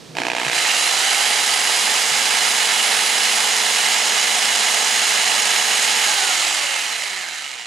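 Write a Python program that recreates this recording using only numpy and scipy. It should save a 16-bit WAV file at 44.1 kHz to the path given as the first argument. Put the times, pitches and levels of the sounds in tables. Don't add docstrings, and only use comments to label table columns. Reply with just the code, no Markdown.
import sys
import numpy as np
from scipy import signal
from scipy.fft import rfft, irfft, next_fast_len
from scipy.io import wavfile
from scipy.ndimage import uniform_filter1d

SR = 44100
rng = np.random.default_rng(int(sys.argv[2]) if len(sys.argv) > 2 else 0)


def store_pcm(level_fs):
    pcm = np.round(np.clip(level_fs, -1, 1) * 32767).astype(np.int16)
    wavfile.write(sys.argv[1], SR, np.atleast_2d(pcm).T)


N = 338202
TIME = np.arange(N) / SR
FFT_SIZE = next_fast_len(N + 8192)
HZ = np.maximum(np.arange(FFT_SIZE // 2 + 1) * SR / FFT_SIZE, 1)


def from_db(db):
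    return 10 ** (np.asarray(db) / 20)


def unit_rms(x):
    return x / np.sqrt(np.mean(x ** 2) + 1e-20)


def over_time(points):
    return np.interp(TIME, *np.transpose(points))


def over_hz(points):
    hz, value = np.transpose(points)
    return np.interp(np.log(HZ), np.log(hz), value)


def filtered(x, response):
    return irfft(rfft(x, FFT_SIZE) * response, FFT_SIZE)[..., :N]


def drift(rate_hz):
    return unit_rms(filtered(rng.standard_normal(FFT_SIZE), 1 / (1 + (HZ / rate_hz) ** 2)))


def minimum_phase(gain):
    cepstrum = irfft(np.log(gain + 1e-6), FFT_SIZE)
    cepstrum[1:FFT_SIZE // 2] *= 2
    cepstrum[FFT_SIZE // 2 + 1:] = 0
    return np.exp(rfft(cepstrum))


def decays(clicks, decay_s):
    return signal.lfilter([1], [1, -np.exp(-1 / (decay_s * SR))], clicks + 1e-18)


def pan(lean_db):
    return from_db(lean_db * np.array([[.5], [-.5]]))


# freq_hz, correlation
LIKENESS = [(60, 0.0885), (130, 0.224), (290, 0.48), (640, 0.71), (1410, 0.706), (3100, 0.865),
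            (6820, 0.893), (15000, 0.346)]
# freq_hz, left_minus_right_db
LEAN = [(60, 3.5), (99, 2), (160, -4), (270, -4.5), (450, -6.5), (740, -4.5), (1220, -9), (2010, -5.0),
        (3330, -5.0), (5500, -4), (9080, -1), (15000, -2.5)]


def stereo(direct, scattered):
    alike = np.clip(over_hz(LIKENESS), 0, .99)
    mid = filtered(direct, np.sqrt((1 + alike) / 2))
    side = filtered(scattered, np.sqrt((1 - alike) / 2))
    balance = pan(over_hz(LEAN))
    return filtered(np.array([mid + side, mid - side]), balance / balance.mean(0))


# freq_hz, gain_db
ROOM_EQ = [(25, -22), (70, -15.5), (160, -1.5), (480, -5.5), (750, -11.5), (1500, -17), (4500, -14.5),
           (9000, -23.5), (15000, -40)]


def workshop(rattle_db, level_db=-41.5, duck_db=-16):
    noise = filtered(stereo(*rng.standard_normal((2, N))), from_db(over_hz(ROOM_EQ)))
    ducking = np.clip(np.maximum.accumulate(from_db(rattle_db - np.median(rattle_db))), 0, 1)
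    return unit_rms(noise) * from_db(level_db + duck_db * ducking)


# start_s, level_db, fall_by_30_db_s, pitch_hz
BUMPS = [(0.085, -38.5, 0.36, 150), (0.193, -31, 0.2, 285), (0.455, -29.5, 0.08, 142),
         (0.555, -43, 0.12, 150), (2.108, -37.5, 0.08, 150), (3.83, -46, 0.12, 190)]


def grip_bumps(wander_cycles=0.12, attack_s=0.008, low_cut_hz=115):
    out, wander = 0, wander_cycles * drift(30)
    for start_s, level_db, fall_s, pitch_hz in BUMPS:
        age_s = TIME - start_s
        envelope = from_db(level_db - 30 * np.maximum(age_s, 0) / fall_s) * np.clip(age_s / attack_s, 0, 1)
        out = out + envelope * np.sqrt(2) * np.sin(2 * np.pi * (pitch_hz * age_s + wander))
    return signal.sosfilt(signal.butter(4, low_cut_hz, "high", fs=SR, output="sos"), out) * pan(-2.4)


START_S, RELEASE_S, FULL_TURNS_PER_S = .15, 6.08, 436.5


def rotor_speed(spin_up_s=.473, drag_share=.25, drag_eases_s=.6, air_brake_s=2.1,
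                friction_turns_per_s2=86, creep_turns_per_s=10):
    run_s, coast_s = np.maximum(TIME - START_S, 0), np.maximum(TIME - RELEASE_S, 0)
    s_curve = 1 - np.exp(-(run_s / spin_up_s) ** 1.65)
    driven = FULL_TURNS_PER_S * s_curve * (1 - drag_share * np.exp(-run_s / drag_eases_s))
    friction = friction_turns_per_s2 * air_brake_s
    return np.maximum((driven + friction) * np.exp(-coast_s / air_brake_s) - friction, creep_turns_per_s)


# pitch_hz, relative_level_db
HUM_PARTIALS = [(120, -69.5), (240.3, -56), (361, -56.5), (480.6, -47.5), (601, -61), (721, -60),
                (841, -61)]


def coil_hum(speed, trim_db=-1.5, stall_boost_db=6, on_s=0.09, fade_s=0.07, waver_db=0.5):
    trigger = np.clip(np.minimum(TIME - on_s, RELEASE_S - TIME) / fade_s, .01, 1)
    current = trigger * from_db(trim_db + stall_boost_db * (1 - (speed / FULL_TURNS_PER_S) ** 2))
    buzz = 0
    for pitch_hz, level_db in HUM_PARTIALS:
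        gain = from_db(level_db - waver_db * drift(2.8))
        buzz = buzz + gain * np.sin(2 * np.pi * (pitch_hz * TIME + rng.random()))
    return np.sqrt(2) * current * buzz * pan(3.6)


# centre_hz, width_hz, gain_db
CASE_RESONANCES = [(731.3, 58, 4.5), (833.2, 299, 7), (1100, 160, -0.5), (1287.4, 55.5, 4.5),
                   (1787, 216, 2.5), (2094, 358, 5.5), (2577, 36.4, 4), (2870, 320, 3.5), (2940, 52, 3),
                   (3134, 106, 1.8), (3907, 133, 2), (4102, 62, 4.5), (4816, 300, 3), (5232.3, 36, 3.5),
                   (6742, 1090, 4), (7430, 155, 3), (9204, 235, 3), (10090, 154, 4)]


def case_eq_db():
    return sum(db / (1 + (2 * (HZ - hz) / width_hz) ** 2) for hz, width_hz, db in CASE_RESONANCES)


WHINE_PARTIALS = {0.5: (-52, 101, -3.1), 0.999: (-45.5, 15, -3.5), 2: (-41, 11, -2.5),
                  3.763: (-40, 23.4, 5.9), 7.675: (-40, 38, 0), 8: (-41, 15.4, 0), 9: (-39.5, 10, -0.95),
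                  9.575: (-40.5, 32, 0.91), 10: (-47, 7.1, 7), 11: (-50, 8, 6), 11.485: (-39.5, 16, 0.961),
                  12: (-42, 9, 0.5), 15.3: (-42, 18.86, -1), 17: (-60.5, 8.4, 5.885), 24: (-55.5, 2.5, 5)}


def whine(speed, turns, waver_db=1.5, rough_db=1.06, wobble_db=4.0, fading_db=2.5, slip_turns=0.005,
          slow_octaves=1.155, slow_loss_db=14):
    out, case_db, lean_db = np.zeros((2, N)), case_eq_db(), over_hz(LEAN)
    turns = turns + slip_turns * drift(10)
    full_speed = np.median(speed)
    octaves_down = np.log2(full_speed / speed)
    slow_db = slow_loss_db * np.maximum(octaves_down - slow_octaves, 0)
    acceleration = uniform_filter1d(np.gradient(speed), size=4000) * SR
    gliding = np.tanh(np.abs(acceleration) / 100)
    for multiple, (full_db, loss_db, glide_db) in WHINE_PARTIALS.items():
        full_hz = multiple * full_speed
        resonance_db = np.interp(multiple * speed, HZ, case_db) - np.interp(full_hz, HZ, case_db)
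        depth_db = waver_db + rough_db * np.log2(multiple) + wobble_db * octaves_down
        flicker_db = depth_db * np.minimum(drift(22), 1)
        swell_db = gliding * (glide_db + fading_db * np.minimum(drift(4.4), .5))
        level_db = full_db - loss_db * octaves_down - slow_db + swell_db + resonance_db + flicker_db
        tone = np.sqrt(2) * np.sin(2 * np.pi * multiple * turns)
        out += tone * from_db(level_db) * pan(np.interp(full_hz, HZ, lean_db))
    return out


# peak_s, half_length_s, rotor_multiple, level_db
GEAR_FLARES = [(0.585, .015, 34.6, -34), (0.696, .03, 9.62, -28), (0.84, .04, 11.95, -31),
               (0.955, .048, 11, -28.5), (1.12, .07, 12, -34), (1.16, .05, 20, -39), (1.25, .08, 10, -35),
               (1.27, .14, 2, -36), (5.98, .08, 15.28, -36), (6.16, .06, 2, -35), (6.17, .12, 26, -43),
               (6.2, .057, 9.575, -38.5), (6.22, .06, 1, -45), (6.3, .04, 2, -37), (6.48, .06, 1, -52),
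               (6.48, .07, 24, -38), (6.57, .05, 13, -39), (6.58, .06, 15.3, -39), (6.66, .05, 24, -41),
               (6.68, .07, 2, -43.5), (6.75, .06, 10, -33), (6.78, .06, 8, -36), (6.9, .05, 9, -38),
               (6.92, .04, 2, -50), (6.96, .045, 18, -38.5), (6.99, .08, 24, -45), (7.04, .04, 19, -40),
               (7.09, .05, 11, -36.5), (7.11, .04, 20, -43), (7.16, .05, 2, -53.5),
               (7.26, .06, 9.45, -42.5), (7.36, .06, 11.92, -44), (7.46, .045, 9.36, -47),
               (7.55, .06, 19.56, -44), (7.56, .09, 3.8, -58)]


def gear_flares(speed, turns, rough_db=2.0, smear_turns=0.048):
    out, lean_db = np.zeros((2, N)), over_hz(LEAN)
    flicker_db = rough_db * np.minimum(drift(39), 1)
    smear = smear_turns * drift(45)
    for peak_s, half_length_s, multiple, level_db in GEAR_FLARES:
        near = np.abs(TIME - peak_s) < 4 * half_length_s
        swell = np.exp(-((TIME[near] - peak_s) / half_length_s) ** 2 / 2)
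        tone = np.sqrt(2) * np.cos(2 * np.pi * (multiple * turns[near] + smear[near]))
        peak_hz = multiple * np.interp(peak_s, TIME, speed)
        balance = pan(np.interp(peak_hz, HZ, lean_db))
        out[:, near] += swell * from_db(level_db + flicker_db[near]) * tone * balance
    return out


# pitch_hz, relative_level_db, t60_s
KNOCK_MODES = [(355, -15, 0.03), (515, -10.5, 0.018), (685, -11, 0.02), (840, -9.5, 0.011),
               (1650, -3.5, 0.007), (2100, -1.5, 0.006), (2400, -1.5, 0.0075), (3095, -18, 0.0071)]


def case_ring(clicks, hits, rebounds, spread_db=2, rebound_db=-3, contact_band_hz=(270, 2950)):
    body = 0
    for pitch_hz, level_db, t60_s in KNOCK_MODES:
        blows = np.zeros(N)
        blows[hits] = clicks[hits] * from_db(level_db + rng.normal(0, spread_db, len(hits)))
        blows[rebounds] = blows[hits] * from_db(rebound_db)
        radius = from_db(-60 / (t60_s * SR))
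        pole_real = radius * np.cos(2 * np.pi * pitch_hz / SR)
        body = body + signal.lfilter([1, -pole_real], [1, -2 * pole_real, radius ** 2], blows + 1e-18)
    body = signal.sosfilt(signal.butter(2, contact_band_hz, "band", fs=SR, output="sos"), body)
    return stereo(body, np.zeros(N))


# freq_hz, gain_db
CRACK_EQ = [(90, -27), (180, -8), (330, 0), (650, 1.5), (1100, -5), (1700, -3), (2500, -2), (3300, -6.5),
            (5000, -6), (9000, -14.5), (15000, -32)]


def tooth_crack(clicks, decay_s=0.00115, tail_s=0.016, tail_db=-12.5):
    bench = rfft(np.exp(-TIME / tail_s) * rng.standard_normal((2, N)), FFT_SIZE)
    snap = decays(clicks, decay_s) * rng.standard_normal((2, N))
    tail = from_db(tail_db) * filtered(clicks, bench)
    return filtered(stereo(*(snap + tail)), minimum_phase(from_db(over_hz(CRACK_EQ))))


# time_s, level_db
KICK_FADER = [(.153, -38), (.169, -26), (.186, -24.5), (.21, -26), (.252, -26), (.268, -24), (.301, -23),
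              (.317, -27), (.35, -25), (.367, -24.5), (.435, -24.3), (.52, -26.5), (.6, -29.5),
              (1.0, -57.5)]


def mains_kicks(first_s=.1523, period_s=.01648, count=54, jitter_s=.0001, uneven_db=.8,
                rebound_s=.001165, rebound_spread=.09, crack_db=-5):
    hit_s = first_s + period_s * np.arange(count) + jitter_s * rng.standard_normal(count)
    hits = (hit_s * SR).astype(int)
    rebounds = hits + (rebound_s * SR * (1 + rebound_spread * rng.standard_normal(count))).astype(int)
    clicks = np.zeros(N)
    clicks[hits] = from_db(rng.normal(0, uneven_db, count))
    layers = case_ring(clicks, hits, rebounds), tooth_crack(clicks)
    ring, crack = (x / x.mean(0)[hits[0]:hits[-1]].std() for x in layers)
    return from_db(over_time(KICK_FADER)) * (ring + from_db(crack_db) * crack)


def gear_rattle(speed, turns, hits_per_turn=1.0, spread_db=0.5, clash_db=-9, clash_s=.0022,
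                throb=0.162, slow_throb=0.53, gear_throb=0.087, gear_ratio=3.1):
    pace = speed / speed.max()
    struck = rng.random(N) < hits_per_turn * speed / SR
    hit_power = from_db(spread_db * np.clip(rng.standard_normal(N), -2, 2)) ** 2
    clashes = decays(struck * hit_power, clash_s)
    clashes /= uniform_filter1d(clashes, size=1500) + 1e-3
    depth = np.clip(throb + slow_throb * (1 - pace), 0, 1)
    rotor_pulse = 1 + depth * np.cos(2 * np.pi * turns)
    wheel_pulse = 1 + gear_throb * np.cos(2 * np.pi * turns / gear_ratio)
    power = (1 + 2 * from_db(clash_db) * np.sqrt(pace) * clashes) * rotor_pulse * wheel_pulse
    return stereo(*unit_rms(np.sqrt(power) * rng.standard_normal((2, N))))


# start_s, end_s, pitch_hz, width_hz, level_db
SINGING_BANDS = [(0.583, 1.004, 2860, 400, -28), (0.45, 1.5, 4100, 110, -38), (0.7, 1.6, 4830, 170, -35),
                 (0.66, 2.02, 10200, 1070, -35), (1.55, 2.6, 4960, 220, -35), (2.4, 3.48, 10380, 1199, -33),
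                 (1.07, 6.4, 2902, 290, -34.5), (3.5, 6.42, 6680, 190, -32.5), (6.55, 6.85, 2880, 223, -33),
                 (6.75, 7.5, 2190, 540, -38), (5.8, 7.5, 4070, 70, -43), (6.9, 7.45, 1700, 70, -45),
                 (7.0, 7.9, 2880, 200, -44), (2.2, 6.2, 2928, 60, -39), (2.7, 5.9, 5232, 30, -42),
                 (6.4, 7.5, 1980, 170, -49), (6.85, 7.7, 1300, 40, -57)]


def singing_resonances(rattle, fade_s=0.27, chatter_db=2.5):
    out = 0
    for start_s, end_s, pitch_hz, width_hz, level_db in SINGING_BANDS:
        peak = signal.iirpeak(pitch_hz, pitch_hz / width_hz, fs=SR)
        ring = signal.lfilter(*peak, signal.lfilter(*peak, rattle))
        fade = np.clip(np.minimum(TIME - start_s, end_s - TIME) / fade_s + .5, 0, 1)
        out = out + from_db(level_db) * fade * unit_rms(ring * from_db(chatter_db * drift(21)))
    return out


# time_s, effort_db
EFFORT = [(0.14, -37.5), (0.175, -9.5), (0.32, -10), (0.43, -3.5), (0.505, -3.5), (0.54, 1), (0.68, 0.28),
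          (1.6, 0)]
# full_speed_level_db, loss_db_per_octave, db_per_effort_db
REGISTERS = [(-30, 2, 0.17), (-21.5, 0.42, 1.0), (-24, 1.43, 1.58), (-30, 3, 1.36)]


def register_levels(speed, slowest_octaves=2.584, coast_db_per_octave=7.5, hold_octaves=0.302):
    effort_db = over_time(EFFORT)
    octaves_down = np.minimum(np.log2(FULL_TURNS_PER_S / speed), slowest_octaves)
    coast_db = coast_db_per_octave * np.maximum(octaves_down - hold_octaves, 0) * (TIME > RELEASE_S)
    at_rest_db = np.where(TIME < START_S, -40, 0)
    return [full_db - loss_db * octaves_down + follows * effort_db - coast_db + at_rest_db
            for full_db, loss_db, follows in REGISTERS]


CROSSOVERS_HZ = [1250, 4400, 8500]
# freq_hz, gain_db
RUNNING_EQ = [(50, -35.5), (100, -31), (180, -17.5), (320, -14), (600, -7.5), (1100, -4.5), (1700, 0),
              (3200, 1), (5800, -0.5), (8000, -2), (10500, -11.5), (12000, -16), (15000, -36.5)]


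def running_noise(rattle, levels_db, flutter_db=0.1831, own_flutter_db=0.5):
    colour = minimum_phase(from_db(over_hz(RUNNING_EQ) + case_eq_db()))
    edges_hz = [1, *CROSSOVERS_HZ, SR]
    out, shared_db = 0, flutter_db * drift(29.1)
    for low_hz, high_hz, level_db in zip(edges_hz, edges_hz[1:], levels_db):
        band = 1 / (1 + (low_hz / HZ) ** 24) - 1 / (1 + (high_hz / HZ) ** 24)
        register = filtered(rattle, colour * band)
        gain = from_db(level_db + shared_db + own_flutter_db * drift(10.1))
        out = out + register / register.mean(0).std() * gain
    return out


def scene():
    speed = rotor_speed()
    turns = np.cumsum(speed) / SR
    levels_db = register_levels(speed)
    drill = running_noise(gear_rattle(speed, turns), levels_db)
    drill += singing_resonances(gear_rattle(speed, turns))
    drill += whine(speed, turns) + gear_flares(speed, turns)
    drill += coil_hum(speed) + mains_kicks()
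    return drill + grip_bumps() + workshop(rattle_db=levels_db[1])


def record(dry, ceiling=.6, high_cut_hz=15300):
    rounded = dry / (1 + (dry / ceiling) ** 4) ** .25
    return signal.sosfilt(signal.ellip(10, .1, 90, high_cut_hz, fs=SR, output="sos"), rounded)


dry = scene()
out = record(dry)
store_pcm(out)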